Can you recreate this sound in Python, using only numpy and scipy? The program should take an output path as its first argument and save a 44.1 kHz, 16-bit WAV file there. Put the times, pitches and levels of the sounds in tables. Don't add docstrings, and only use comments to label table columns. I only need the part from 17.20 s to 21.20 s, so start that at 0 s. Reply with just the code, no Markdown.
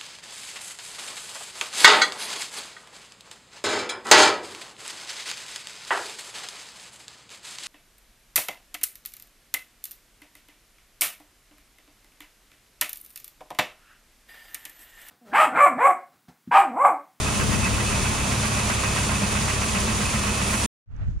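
import sys
import numpy as np
from scipy import signal
from scipy.fft import rfft, irfft
from scipy.io import wavfile

SR = 44100
rng = np.random.default_rng(int(sys.argv[2]) if len(sys.argv) > 2 else 0)


def file_out(sig):
    cols = np.atleast_2d(sig).T
    lim = np.clip(cols, -1, 1)
    pcm = np.round(lim * 32767).astype(np.int16)
    wavfile.write(sys.argv[1], SR, pcm)


N = 176400
T = np.arange(N) / SR
HZ = np.maximum(np.arange(N // 2 + 1) * SR / N, 1)


def from_db(db):
    return 10 ** (np.asarray(db) / 20)


def rms_one(x):
    return x / np.sqrt(np.mean(x ** 2) + 1e-20)


def in_time(rows):
    return from_db(np.interp(T, *np.transpose(rows)))


def at_hz(points):
    hz, value = np.transpose(points)
    return np.interp(np.log(HZ), np.log(hz), value)


def pan(db):
    return from_db(np.array([[db], [-db]]) / 2)


def drift(rate):
    return rms_one(irfft(rfft(rng.standard_normal(N)) / (1 + 1j * HZ / rate) ** 2, N))


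def noise():
    return rng.standard_normal((2, N))


def grains(per_s, spread_db):
    sizes = from_db(spread_db * np.minimum(rng.exponential(1, (2, N)), 5))
    return sizes * rng.choice([-1, 1], (2, N)) * (rng.random((2, N)) < per_s / SR)


def stereo(pair, response, alike):
    mid, side = rfft(pair) * response
    alike = np.clip(alike, -.99, .99)
    return rms_one(irfft(np.sqrt(1 + alike) * mid + np.sqrt(1 - alike) * side * np.array([[1], [-1]]), N))


def colour(points):
    cepstrum = irfft(np.log(from_db(at_hz(points))), N)
    cepstrum[1:N // 2] *= 2
    cepstrum[N // 2 + 1:] = 0
    return np.exp(rfft(cepstrum))


def body(modes):
    return sum((-1) ** k * from_db(db) / (1 + 1j * (HZ ** 2 - hz ** 2) / (HZ * width))
               for k, (hz, width, db) in enumerate(modes))


def ticks():
    # t/s, f/Hz, width/Hz, level/dB
    tick_bursts = [(3.764, 5900, 1300, -61)]
    out = 0
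    for s, hz, width, db in tick_bursts:
        burst = (T > s) * np.exp(-np.abs(T - s) / .0035)
        out = out + from_db(db) * burst * stereo(noise(), body([(hz, width, 0)]) ** 2, alike=0)
    return out


def yard():
    # t/s, level/dB
    gust_swell = [(3.66, -75), (3.68, -47), (3.75, -28), (3.772, -35), (3.82, -22), (3.86, -28),
                  (3.89, -20), (3.93, -29), (3.975, -26), (4, -45)]
    # f/Hz, level/dB
    gust_tone = [(15, -9), (50, 3.5), (100, -4), (220, -22), (480, -44), (3000, -90)]
    # t/s, level/dB
    scuff_swell = [(3.66, -89), (3.715, -63), (3.77, -57), (3.8, -52), (3.828, -49), (3.865, -57.5),
                   (3.95, -66)]
    # f/Hz, level/dB
    scuff_tone = [(200, -3), (600, 0), (950, -4), (1350, -1), (2200, -8), (4500, -24), (11500, -54)]
    # t/s, level/dB
    air_swell = [(3.66, -95), (3.72, -73), (3.9, -59), (3.96, -64)]
    # f/Hz, level/dB
    air_tone = [(1400, 0), (4500, -13), (6700, -9), (11500, -35)]
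    wind = in_time(gust_swell) * stereo(noise(), colour(gust_tone), alike=0)
    scuff = in_time(scuff_swell) * stereo(grains(9000, spread_db=3.5), colour(scuff_tone), alike=0)
    air = in_time(air_swell) * stereo(noise(), colour(air_tone), alike=0)
    return (wind + pan(db=-7) * (scuff + air + ticks())) * (T > gust_swell[0][0])


def breeze():
    # t/s, level/dB
    wind_swell = [(.1, -35), (.22, -25), (.48, -30), (1.3, -39), (2.85, -37), (3.4, -43)]
    # f/Hz, level/dB
    wind_tone = [(15, -21.5), (42, 2), (130, 1.5), (310, -9), (1200, -42)]
    return in_time(wind_swell) * rms_one(pan(db=20)) * stereo(noise(), colour(wind_tone), alike=0)


def engine():
    # multiple of the firing rate, relative level/dB
    exhaust_notes = [(.875, -47), (1, -45), (1.5, -45), (1.75, -40), (2, -32.5), (2.75, -43), (3, -34),
                     (3.25, -44), (3.75, -43), (4, -38.5), (11.25, -50), (11.5, -52)]
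    # f/Hz, level/dB
    rumble_tone = [(15, -23), (32, -2.5), (62, -1.5), (125, 4.5), (170, -2.5), (230, -2), (300, -7),
                   (500, -7), (1000, -42)]
    firing_hz, speed_wander = 34.63, .0018
    firings = np.cumsum(firing_hz * (1 + speed_wander * drift(2.37))) / SR
    hum = sum(from_db(db) * np.sqrt(2) * np.sin(2 * np.pi * (k * firings + rng.random()))
              for k, db in exhaust_notes)
    rumble = pan(db=-1) * stereo(noise(), colour(rumble_tone), alike=1)
    return from_db(-1.35) * hum + from_db(-32.5) * rumble


def trailer(x):
    # t/s, level/dB
    wall_echoes = [(.0047, -29), (.0113, -20), (0.0208, -21.5)]
    return x + sum(from_db(db) * np.pad(x, ((0, 0), (int(s * SR), 0)))[:, :N] for s, db in wall_echoes)


def corn():
    # f/Hz, level/dB
    kernel_tone = [(1000, -15), (2500, -3.5), (3500, -1.5), (4000, -3.5), (4600, -2), (5300, -3),
                   (6300, 0.5), (7100, 0), (8200, -3.5), (9400, 2), (10000, -2), (11000, -14),
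                   (12500, -16.5), (14300, -22), (15600, -32)]
    # f/Hz, likeness from -1 to 1
    likeness = [(2500, 0.94), (4500, 0.71), (6300, 0.26), (8200, -0.048), (9500, -0.24), (12000, -0.2)]
    # f/Hz, left minus right/dB
    balance = [(6400, -1), (7800, 2.5), (9000, -3.5), (10500, -1)]
    # t/s, level/dB
    bright_swell = [(3.2, -69), (3.29, -32), (3.46, -33)]
    # f/Hz, level/dB
    bright_tone = [(3000, -13), (9600, 4), (11000, -6), (16000, -22)]
    kernels_per_s, alike = 18000, at_hz(likeness)
    flow = from_db(-29.5 + .7 * drift(23))
    patter = flow * stereo(grains(kernels_per_s, spread_db=2.5), colour(kernel_tone), alike)
    bright = stereo(grains(kernels_per_s, spread_db=2.5), colour(bright_tone), alike)
    sides = from_db(np.stack([at_hz(balance), -at_hz(balance)]) / 2)
    return irfft(rfft(patter + in_time(bright_swell) * bright) * sides, N)


def scraping(times, levels_db):
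    hold_s, release_s = .028, .008
    force = np.zeros(N)
    for s, db in zip(times, levels_db):
        age = T[int(s * SR):] - s
        force[int(s * SR):] += from_db(db) * np.clip((hold_s - age) / release_s + 1, 0, 1)
    return force


def clanks(times):
    # f/Hz, width/Hz, level/dB
    clank_notes = [(594, 72, 1.5), (788, 90, -6), (1040, 54, 4), (1323, 83, 2)]
    spectrum = 0
    for note in clank_notes:
        signs = rng.choice([-1, 1], len(times))
        strengths = from_db(rng.normal(0, 2, (len(times), 2)).T)
        blows = np.zeros((2, N))
        blows[:, (times * SR).astype(int)] = signs * strengths
        spectrum = spectrum + rfft(blows) * body([note])
    return rms_one(irfft(spectrum, N))


def booms(times, levels_db):
    note_hz, pitch_spread, rise_s = 206, .018, .018
    age = T[:int(6 * rise_s * SR)]
    swell = (age / rise_s * np.exp(1 - age / rise_s)) ** 3
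    out = np.zeros(N)
    for s, db in zip(times, levels_db):
        hz = note_hz * (1 + pitch_spread * rng.standard_normal())
        note = np.sin(2 * np.pi * (hz * age + rng.random()))
        start = int(s * SR)
        out[start:start + len(age)] += from_db(db) * swell * note
    return out


def auger():
    # t/s, relative scrape level/dB, relative boom level/dB
    knocks = [(0.061, -1, 1), (0.194, 1, -1.5), (0.321, -1, 2.5), (0.451, 1, 1), (0.582, -3.5, -5),
              (0.718, -4, -0.5), (0.849, -4, -5), (0.986, -5.5, -13), (1.112, -3, -13), (1.233, -1.5, -1.5),
              (1.369, -1, -13), (1.498, 2, 1), (1.635, 1.5, -1.5), (1.762, 1, -3), (1.893, -3, -1.5),
              (2.018, -5, 2.5), (2.151, 0, -13), (2.281, 1, -1.5), (2.415, 0, -11), (2.548, 1, -0.5),
              (2.677, -2, 2.5), (2.803, -3, 1), (2.935, -1, -0.5), (3.07, -1, -0.5), (3.202, -1, -1.5),
              (3.329, -1, -0.5)]
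    # f/Hz, level/dB
    grind_tone = [(200, -15), (390, -4.5), (470, -11.5), (600, 1), (780, -3), (910, -0.5), (1080, 1),
                  (1400, -3), (1650, -7), (1870, -4), (2050, -5.5), (2300, -6.5), (3200, -12), (4500, -23),
                  (9000, -55.5)]
    # f/Hz, width/Hz, level/dB
    scrape_notes = [(1253, 280, 0), (1602, 71, 4.5), (1963, 220, 1.5), (3010, 300, -6.5)]
    # f/Hz, width/Hz, level/dB
    ring_notes = [(908, 23, -6), (1048, 45, -3.5), (1228, 30, -6), (2245, 50, -5), (2400, 90, -4),
                  (2530, 36, 1.5), (2582, 26, 7), (2822, 114, -7)]
    # f/Hz, width/Hz, level/dB
    drone_notes = [(201.8, 4.1, 1.5), (216.3, 7.6, 0.5), (239.6, 43, -12)]
    contacts_per_s, rebound_s = 7000, .048
    times, scrape_db, boom_db = np.transpose(knocks)
    pressing = scraping(times, scrape_db)
    grind_gain = from_db(-31 + .44 * drift(28))
    grind = grind_gain * stereo(grains(contacts_per_s, spread_db=2), colour(grind_tone), alike=.24)
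    rubbing = pressing * grains(contacts_per_s, spread_db=2)
    scrape = from_db(-38.5) * stereo(rubbing, body(scrape_notes), alike=.24)
    idle_force = from_db(-3.5 + 2.4 * drift(19))
    taps = np.hypot(idle_force, pressing) * grains(1500, spread_db=2)
    ring = from_db(-36.5) * stereo(taps, body(ring_notes), alike=.78)
    drone = from_db(-35.5) * stereo(noise(), body(drone_notes), alike=1)
    boom_times = times + .002
    boom = booms(boom_times, boom_db)
    boom += booms(boom_times + rebound_s, np.full(len(times), -6))
    clank = from_db(-44) * clanks(times)
    return pan(db=-4) * (grind + scrape + clank) + ring + drone + from_db(-24.5) * boom


def scene():
    cut_s, fade_s = 3.462, .0024
    working = engine() + trailer(auger() + corn()) + breeze()
    return working * np.clip((cut_s - T) / fade_s, 0, 1) + yard()


def record(dry):
    cutoff_hz = 15800
    return signal.sosfilt(signal.ellip(12, .1, 80, cutoff_hz, fs=SR, output="sos"), dry + 1e-18)


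dry = scene()
out = record(dry)
file_out(out)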